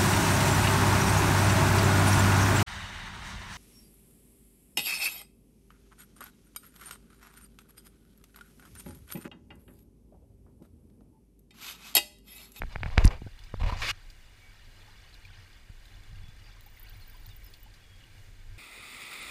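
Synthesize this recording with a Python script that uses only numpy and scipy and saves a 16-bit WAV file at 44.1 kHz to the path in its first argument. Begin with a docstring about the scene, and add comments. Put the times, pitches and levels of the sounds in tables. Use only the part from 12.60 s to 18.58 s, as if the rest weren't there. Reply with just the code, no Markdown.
"""A small camera in a plastic case stands on a stone in a shallow brook. Filtered noise sways its mount and
rushes; bubble grains patter. From the start a hand knocks (shell modes), shoves (mount modes) and scuffs
(grains) the case, while circuit tones switch once a picture frame. It drags off at 1.2 s, leaving sway and
brook, with enveloped sines as plips and, from 1.8 s, far bird whistles.
From 4 s a click opens a busier spell of whines and noise-burst chirrs."""
import sys
import numpy as np
from scipy import signal
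from scipy.fft import rfft, irfft
from scipy.io import wavfile
from scipy.ndimage import uniform_filter1d

SR = 44100
rng = np.random.default_rng(int(sys.argv[2]) if len(sys.argv) > 2 else 0)


def convert_level_to_amplitude(level_db):
    """Map a level in decibels to its linear amplitude factor."""
    exponent = np.asarray(level_db, float) / 20
    return 10 ** exponent


def wav_record(signal):
    """Record a signal, one row per channel, as 16-bit PCM in the file named by sys.argv[1]."""
    frames = np.transpose(np.atleast_2d(signal))
    bounded = np.clip(frames, -1, 1)
    # unit amplitude maps onto the largest positive 16-bit level
    quanta = np.round(bounded * 32767).astype(np.int16)
    wavfile.write(sys.argv[1], SR, quanta)


N = 263718
T = np.arange(N) / SR


def unit(x):
    """Scales to rms 1."""
    return x / np.sqrt(np.mean(x ** 2))


def band(x, hz, width_hz):
    """Two-pole resonance, gain 1 at the centre."""
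    return signal.lfilter(*signal.iirpeak(hz, hz / width_hz, fs=SR), x)


def passband(x, low_hz, high_hz):
    """Keeps what lies between two edges."""
    high_limit_hz = min(high_hz, 19000)
    low_limit_hz = np.clip(low_hz, 50, .9 * high_hz)
    sos = signal.butter(3, [low_limit_hz, high_limit_hz], "bandpass", fs=SR, output="sos")
    return signal.sosfilt(sos, x)


def walk(rate_hz):
    """Random levels held 1 / rate_hz and slewed twice; rms 1."""
    hold = int(SR / rate_hz)
    steps = np.repeat(rng.standard_normal(N // hold + 1), hold)
    return unit(uniform_filter1d(uniform_filter1d(steps, hold), hold)[:N])


def add(out, start_s, piece):
    """Mixes piece into out from start_s."""
    i = int(start_s * SR)
    out[i:i + len(piece)] += piece[:len(out) - i]


# air pockets of the case: (centre_hz, width_hz, lift_db)
AIR_POCKETS = [(1000, 900, -1.5), (1590, 127, 7), (1850, 115, 4.5), (2280, 580, 6), (2890, 94, 9),
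               (3500, 430, 6.5), (4100, 57, 10), (4750, 840, 7.5), (6480, 570, 3), (7280, 230, 4.5)]


def coloured(x, points):
    """Shapes x by a spectrum and by the case's air resonances; rms 1."""
    hz = np.arange(N // 2 + 1) * SR / N + 1
    point_hz, point_db = np.transpose(points)
    gain_db = np.interp(np.log(hz), np.log(point_hz), point_db)
    for centre_hz, width_hz, lift_db in AIR_POCKETS:
        gain_db += lift_db / (1 + (2 * (hz - centre_hz) / width_hz) ** 2)
    return unit(irfft(rfft(x) * convert_level_to_amplitude(gain_db), N))


# slow rocking of the mount: (time_s, rms_db)
SWAY_LEVELS = [(0, -29), (.13, -40.5), (.35, -33.5), (.42, -24.5), (.48, -19), (.66, -50), (.9, -47.5),
               (1.08, -30.5), (1.13, -39), (1.19, -32), (1.33, -50.5), (2.2, -52.5), (2.4, -48.5),
               (2.8, -55), (3.35, -48), (4.4, -50.5), (4.6, -48), (5.45, -52), (5.98, -46)]


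def sway():
    """Air and water rock the mount: low resonant noise at a drawn level."""
    rock = unit(band(band(rng.standard_normal(N), 25.3, 26.6), 25.3, 26.6))
    return convert_level_to_amplitude(np.interp(T, *np.transpose(SWAY_LEVELS))) * rock


# spells of quick shivering: (middle_s, length_s, added_db)
SHIVER_SPELLS = [(0.277, 0.31, -40), (0.65, .12, -41), (1.128, 0.64, -40.5), (2.08, 0.15, -58.5),
                 (2.722, 0.4, -55), (3.665, 1, -52.5), (4.368, 0.17, -52), (4.711, .22, -52.5),
                 (5.597, 0.71, -57.5), (5.947, 0.26, -56.5)]


def shiver():
    """The mount shivers near 97 Hz: resonant noise that swells in spells."""
    level = np.full(N, convert_level_to_amplitude(-63.5))  # at rest
    for middle_s, length_s, added_db in SHIVER_SPELLS:
        level += convert_level_to_amplitude(added_db) * np.cos(np.pi * np.clip((T - middle_s) / length_s, -.5, .5)) ** 2
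    return level * unit(band(band(rng.standard_normal(N), 96.6, 20.0), 96.6, 20.0))


# spectrum of the far rush: (hz, relative_db)
RUSH_COLOUR = [(100, -74), (150, -20.5), (350, -24), (1250, -31), (2000, -29.5), (5000, -39), (5700, -37),
               (14700, -42.5), (16000, -47)]


def rush():
    """Smooth far water: coloured noise with a slowly wandering level."""
    noise = rng.standard_normal(N) * convert_level_to_amplitude(0.76 * walk(14))
    return convert_level_to_amplitude(-62) * coloured(noise, RUSH_COLOUR)


def bubble(start_hz, cycles, glide):
    """A pocket of air rings up to peak 1 after some cycles, dies away and rises in pitch."""
    turns = np.arange(int(5 * cycles * SR / start_hz)) * start_hz / SR
    envelope = np.e * turns / cycles * np.exp(-turns / cycles)
    return envelope * np.sin(2 * np.pi * turns * (1 + glide * turns / cycles))


# patter level of the brook: (time_s, rms_db)
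PATTER_LEVELS = [(.57, -62), (.8, -61), (.92, -60), (1.35, -59.5), (1.49, -67), (2.1, -65.5), (2.25, -60),
                 (2.55, -59), (2.8, -62.5), (3.1, -65.5), (3.57, -62), (3.95, -63), (4.28, -60.5),
                 (4.9, -65), (5.39, -65.5), (5.6, -69.5), (5.98, -64.5)]
# spectrum of the patter: (hz, relative_db)
PATTER_SPECTRUM = [(600, -5.5), (1500, -1), (4500, 1.5), (6500, 0)]


def patter():
    """Dense small bubbles of random size and pitch, clustered by a wandering level."""
    bubbles = np.zeros(N)
    for when, pitch, size, cycles in rng.random((13000, 4)):
        size_db = -1.4 * np.log(size + .02)
        grain = bubble(700 * 9 ** pitch, 0.5 + 7.7 * cycles ** 2, 0.0041)
        add(bubbles, when * T[-1], convert_level_to_amplitude(size_db) * grain)
    bubbles *= convert_level_to_amplitude(2.2 * walk(11))
    level = convert_level_to_amplitude(np.interp(T, *np.transpose(PATTER_LEVELS)))
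    return level * coloured(bubbles, PATTER_SPECTRUM)


# mount modes: (hz, width_hz, relative_db)
MOUNT_MODES = [(31.3, 42, 11.5), (66, 106, 9.5), (93, 22, -45)]


def jolt(peak_db, half_ms):
    """One smooth push, 2 * half_ms long, rings the mount modes."""
    push = np.sin(np.pi * np.clip(T[:SR // 4] * 500 / half_ms, 0, 1)) ** 2
    ring = sum(convert_level_to_amplitude(db) * band(push, hz, width_hz) for hz, width_hz, db in MOUNT_MODES)
    return convert_level_to_amplitude(peak_db) * ring / np.abs(ring).max()


# light taps of the hand, later thuds of someone wading: (push_middle_s, peak_db, push_half_ms)
MOUNT_TAPS = [(.020, -28.5, 0.83), (.036, -28.5, 2.6), (.050, -37, 1.8), (.161, -26.5, 2.8),
              (.233, -27, 0.42), (.262, -20.5, 2.9), (0.436, -22, 5.6), (.621, -27.5, 1.2),
              (.666, -28.5, 0.91), (.941, -23, 0.34), (1.085, -26, 5.5), (1.161, -40, 1.1), (3.1, -36, 3),
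              (3.53, -37, 3.6), (3.641, -36.5, 4.2), (3.69, -37, 3.5)]


def taps():
    """Taps and thuds nudge the mount modes."""
    out = np.zeros(N)
    for middle_s, peak_db, half_ms in MOUNT_TAPS:
        add(out, middle_s - half_ms / 1000, -jolt(peak_db, half_ms))
    return out


# shell modes of the case: (hz, relative_db, t60_s)
SHELL_MODES = [(880, -5, 0.0057), (1670, 5, 0.003), (2200, -4.5, 0.0077), (2750, -16, 0.0028),
               (3900, -8.5, 0.0077), (4900, -7.5, 0.0061), (5560, -12, 0.0055), (7500, -4.5, 0.0026),
               (10150, -1.5, 0.0027), (13000, -11, 0.0027)]
# knuckle knocks on the case: (start_s, peak_db, brightest_hz)
KNUCKLE_KNOCKS = [(0.0194, -16.5, 2410), (0.0353, -27.5, 1670), (.154, -37, 2000), (0.1587, -18.5, 2280),
                  (0.185, -42, 1500), (0.2054, -40, 1500), (0.2326, -15.5, 3080), (0.2592, -24, 2200),
                  (.2628, -30, 2450), (0.3018, -33, 2470), (0.3752, -20, 1610), (.3795, -4, 5230),
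                  (0.617, -42.5, 903), (.672, -42.5, 880), (0.9417, -28.5, 1290)]
# short fingernail contacts that reach the top modes: (start_s, peak_db, dullest_hz, brightest_hz)
NAIL_TICKS = [(0.4482, -23, 2030, 14000), (.454, -16, 5070, 14000), (0.4686, -23, 600, 12000),
              (0.4767, -22.5, 4300, 6500), (1.31, -27, 1520, 8650)]


def knocks():
    """Every blow rings the same shell modes; the contact's band decides which of them."""
    out, t = np.zeros(N), T[:SR // 30]
    ring = -sum(convert_level_to_amplitude(db - 60 * t / t60_s) * np.sin(2 * np.pi * hz * t) for hz, db, t60_s in SHELL_MODES)
    ring *= np.minimum(1, t / 0.00021)
    blows = [(start_s, peak_db, 330, high_hz) for start_s, peak_db, high_hz in KNUCKLE_KNOCKS]
    for start_s, peak_db, low_hz, high_hz in blows + NAIL_TICKS:
        blow = passband(ring, low_hz, high_hz)
        add(out, start_s, convert_level_to_amplitude(peak_db) * blow / np.abs(blow).max())
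    return out


# circuit whines: (start_hz, fall_hz while on, smear_rms_hz, level_db)
CIRCUIT_WHINES = [(8550, -5.5, 19, -70.5), (14700, -2, 900, -63.5), (10100, 401.5, 267, -70.5)]
# when each whine sounds: (from_s, to_s, on_frame_share, off_frame_share)
WHINE_GATES = [(0, 6, .79, .97), (4.02, 5.05, .72, 1.25), (4.14, 5.0, .24, .68)]
FRAME_HZ = 29.97


def whines():
    """Smeared gliding tones switched by the frame clock."""
    out = np.zeros(N)
    for whine, times in zip(CIRCUIT_WHINES, WHINE_GATES):
        start_hz, fall_hz, smear_hz, level_db = whine
        from_s, to_s, on_share, off_share = times
        progress = (T * FRAME_HZ - on_share) % 1 / (off_share - on_share)
        gate = (progress < 1) * (T > from_s) * (T < to_s)
        tone_hz = start_hz - fall_hz * progress + smear_hz * walk(3000)
        tone = np.sin(2 * np.pi * np.cumsum(tone_hz) / SR)
        out += convert_level_to_amplitude(level_db + 1.8 * walk(50)) * uniform_filter1d(1. 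* gate, 90) * tone
    return out


# fingers scuffing the case: (start_s, length_s, middle_db, middle_hz, growth_db)
SCUFF_STROKES = [(0.089, 0.042, -57.5, 2000, 19), (0.121, 0.027, -57, 1700, -1),
                 (0.232, 0.056, -53, 1600, 10), (.306, 0.088, -51.5, 1710, 1),
                 (0.381, 0.049, -37, 1060, -1.5), (0.435, .011, -39, 2800, 23.5),
                 (0.46, 0.043, -42, 920, -11.5), (0.505, 0.082, -48.5, 1180, -17),
                 (0.997, 0.022, -44.5, 1500, 7), (1.031, 0.023, -40.5, 1390, -5),
                 (1.06, 0.047, -39.5, 1500, -5), (1.113, .06, -44, 1610, -5), (1.168, 0.078, -43, 2600, 7)]
# narrow skin squeaks: (start_s, length_s, middle_db, centre_hz)
SKIN_SQUEAKS = [(1.088, 0.015, -38, 1060), (1.122, 0.013, -36, 1090)]
# parts of the hand's drag off the case, rasp to hiss: (dullest_hz, brightest_hz, middle_db)
DRAG_PARTS = [(243, 1600, -47.5), (1380, 4000, -32), (2985, 6100, -40), (6500, 14000, -51)]
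# spectrum of skin on plastic: (hz, relative_db)
SKIN_COLOUR = [(200, 9), (500, 13), (1050, 11), (1500, -2.5), (2650, -0.5), (3300, -7.5), (6000, -5.5),
               (15000, -17.5)]


def skin_grit():
    """Skin slips over plastic: noise in dense uneven grains."""
    slips = rng.random(N) < 900 / SR  # about 900 a second
    grit = rng.standard_normal(N) * (convert_level_to_amplitude(0.5 * walk(330)) + 2.1 * slips)
    return coloured(grit * convert_level_to_amplitude(1.5 * walk(60)), SKIN_COLOUR)


def drag_strokes():
    """The rasp bites at once, hiss creeps in earlier; brighter parts swell with the speed."""
    bite_s, end_s = 1.218, 1.312
    lead_s_per_octave, swell_db_per_octave = .012, 3.5
    strokes = []
    for low_hz, high_hz, middle_db in DRAG_PARTS:
        octaves = np.log2(np.sqrt(low_hz * high_hz) / 1000)
        start_s = bite_s - lead_s_per_octave * max(octaves - 2, 0)
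        strokes.append((start_s, end_s - start_s, middle_db, low_hz, high_hz, swell_db_per_octave * octaves))
    return strokes


def scuffs():
    """Strokes of band-limited grit with thin treble; the case rings on a little after each."""
    reach = 2 ** 1.48  # 1.48 octaves each way
    sheen_db, attack_s, t60_s = -18.5, 0.0013, .02
    grit, out = skin_grit(), np.zeros(N)
    strokes = [(start_s, length_s, db, hz / reach, hz * reach, growth_db)
               for start_s, length_s, db, hz, growth_db in SCUFF_STROKES]
    strokes += [(start_s, length_s, db, hz / 1.18, hz * 1.3, -3)
                for start_s, length_s, db, hz in SKIN_SQUEAKS]
    strokes += drag_strokes()
    spots = rng.integers(0, N // 2, len(strokes))
    for (start_s, length_s, middle_db, low_hz, high_hz, growth_db), spot in zip(strokes, spots):
        t = T[:int((length_s + .03) * SR)]
        shape_db = middle_db + growth_db * (np.minimum(t / length_s, 1) - .5)
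        shape_db -= 60 * np.maximum(t - length_s, 0) / t60_s
        grains = grit[spot:][:len(t)]
        body = unit(passband(grains, low_hz, high_hz))
        sheen = convert_level_to_amplitude(sheen_db) * unit(passband(grains, min(high_hz, 9000), 15000))
        add(out, start_s, (body + sheen) * np.minimum(1, t / attack_s) * convert_level_to_amplitude(shape_db))
    return out


# firm shoves: (push_middle_s, peak_db, push_half_ms, rebound_peak_db)
MOUNT_SHOVES = [(.379, -9.5, 1.56, -11), (.450, -5, 1.86, -9), (0.472, -12, 5.3, -24),
                (1.011, -27.5, 2.4, -20), (1.036, -22, 2.4, -20.5), (1.063, -27, 2.1, -22.5),
                (1.124, -24.5, 1.3, -25.5)]


def shoves():
    """A push rings the mount, which springs back later and softer the longer the push."""
    out = np.zeros(N)
    for middle_s, peak_db, half_ms, rebound_db in MOUNT_SHOVES:
        add(out, middle_s - half_ms / 1000, -jolt(peak_db, half_ms))
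        lag_ms = 4.96 + 1.24 * half_ms
        rebound_half_ms = 2.6 + 1.4 * half_ms
        add(out, middle_s + (lag_ms - rebound_half_ms) / 1000, jolt(rebound_db, rebound_half_ms))
    return out


# nearest bubbles and drips: (start_s, peak_db, end_hz)
NEAR_PLIPS = [(.671, -51.5, 1590), (.79, -49, 3500), (.837, -48, 4900), (1.41, -63, 1580),
              (1.501, -48, 4880), (1.993, -58, 1850), (2.216, -54.5, 2430), (2.279, -56.5, 960),
              (2.542, -48.5, 4100), (2.651, -44.5, 2440), (2.702, -53, 1590), (3.255, -50.5, 4000),
              (3.435, -52.5, 3500), (3.557, -51.5, 2850), (3.682, -51, 3460), (3.965, -58, 1160),
              (4.062, -55.5, 930), (4.171, -51.5, 2120), (4.253, -52, 2280), (4.288, -52, 4400),
              (4.414, -55, 4260), (4.543, -56.5, 1097), (4.645, -60.5, 1000), (4.659, -51, 4200),
              (4.689, -49, 4860), (4.82, -53.5, 2330), (4.938, -45, 4400), (5.059, -55.5, 963),
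              (5.139, -51.5, 4750), (5.24, -55, 3460), (5.438, -51.5, 2930), (5.58, -53.5, 2890)]


def plips():
    """Single bubbles; the drop that makes each also spits a short wide spray."""
    out, spray, t = np.zeros(N), np.zeros(N), T[:SR // 30]
    for start_s, peak_db, end_hz in NEAR_PLIPS:
        # small high plips spit more
        spray_db = -22.5 + 7.5 * np.log2(end_hz / 1000)
        # big low bubbles burst at the surface and rise most
        glide = .02 * min(1000 / end_hz, 1) ** 2
        add(out, start_s, convert_level_to_amplitude(peak_db) * bubble(end_hz / (1 + 10 * glide), 4.7, glide))
        add(spray, start_s, convert_level_to_amplitude(peak_db + spray_db - 60 * t / 0.073))
    spray_colour = [(1200, -20), (2500, 8.5), (5000, 8), (9000, 1)]  # hz, relative_db
    return out + spray * coloured(rng.standard_normal(N), spray_colour)


# far bird whistles: (start_s, length_s, first_hz, last_hz, level_db before echo and flutter)
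BIRD_WHISTLES = [(1.792, 0.14, 2290, 2250, -61), (3.265, 0.031, 3500, 3500, -60),
                 (3.30, .025, 4100, 4040, -61), (3.60, 0.19, 3380, 3570, -62.5),
                 (3.833, 0.083, 4730, 4740, -62), (4.401, 0.044, 4450, 4130, -57.5),
                 (4.693, 0.042, 3900, 3320, -57.5), (4.699, .035, 2900, 2830, -63),
                 (4.832, 0.07, 5650, 4750, -63), (5.009, 0.078, 3010, 2980, -67),
                 (5.171, 0.29, 3370, 3260, -64.5), (5.4, 0.032, 3070, 2750, -64),
                 (5.46, 0.056, 2550, 2300, -66)]


def birds():
    """Thin wavering gliding sines, blurred by the leaves on their way."""
    out, waver = np.zeros(N), 1 + .006 * walk(70)
    for start_s, length_s, first_hz, last_hz, level_db in BIRD_WHISTLES:
        count = int(length_s * SR)
        pitch_hz = np.linspace(first_hz, last_hz, count) * waver[int(start_s * SR):][:count]
        tone = np.sin(2 * np.pi * np.cumsum(pitch_hz) / SR)
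        add(out, start_s, convert_level_to_amplitude(level_db) * np.hanning(count) ** .3 * tone)
    t = T[:SR // 10]
    echoes = rng.standard_normal(len(t)) * convert_level_to_amplitude(-60 * t / 0.069)  # t60 69 ms
    out = out + signal.fftconvolve(out, echoes / np.linalg.norm(echoes))[:N] * .35
    return out * (1 + .28 * walk(150))


def click():
    """A dry wide noise click opens the circuit's busy spell."""
    out = np.zeros(N)
    noise = unit(passband(rng.standard_normal(40), 2600, 18000))
    add(out, 4.0088, convert_level_to_amplitude(-43) * np.hanning(40) * noise)
    return out


# frames that carry a fizzing burst: frame_number
CHIRR_FRAMES = [121, 125, 126, 128, 134, 139, 142, 145, 150]
# frames in which a second burst leads it: frame_number
LED_CHIRR_FRAMES = [134, 145]


def chirrs():
    """The circuit fizzes near the top: short bursts of resonant noise, timed by the frame clock."""
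    level_db, length_ms, frame_share, lead_ms = -52.5, 14, .63, 19
    fizz = unit(band(band(rng.standard_normal(N), 14200, 1700), 13400, 1700))
    swell = np.zeros(N)
    starts_s = (np.array(CHIRR_FRAMES + LED_CHIRR_FRAMES) + frame_share) / FRAME_HZ
    starts_s[len(CHIRR_FRAMES):] -= lead_ms / 1000
    for start_s, chance_db in zip(starts_s, rng.standard_normal(len(starts_s))):
        add(swell, start_s, convert_level_to_amplitude(level_db + chance_db) * np.hanning(int(length_ms * SR / 1000)))
    return swell * fizz


def scene():
    """Everything reaches one microphone inside the case."""
    mount = sway() + shiver() + taps() + shoves()
    brook = rush() + patter() + plips()
    hand = knocks() + scuffs()
    circuit = whines() + click() + chirrs()
    return (mount + brook + hand + circuit + birds())[None]


def roll_off(x):
    """The treble ends steeply here."""
    return signal.sosfilt(signal.butter(12, 16500, fs=SR, output="sos"), x)


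def record(dry):
    """Cuts the top steeply above 15450 Hz."""
    low_pass = signal.ellip(8, .3, 30, 15450, fs=SR, output="sos")
    mix = signal.sosfilt(low_pass, dry)
    return roll_off(mix)


dry = scene()
out = record(dry)
wav_record(out)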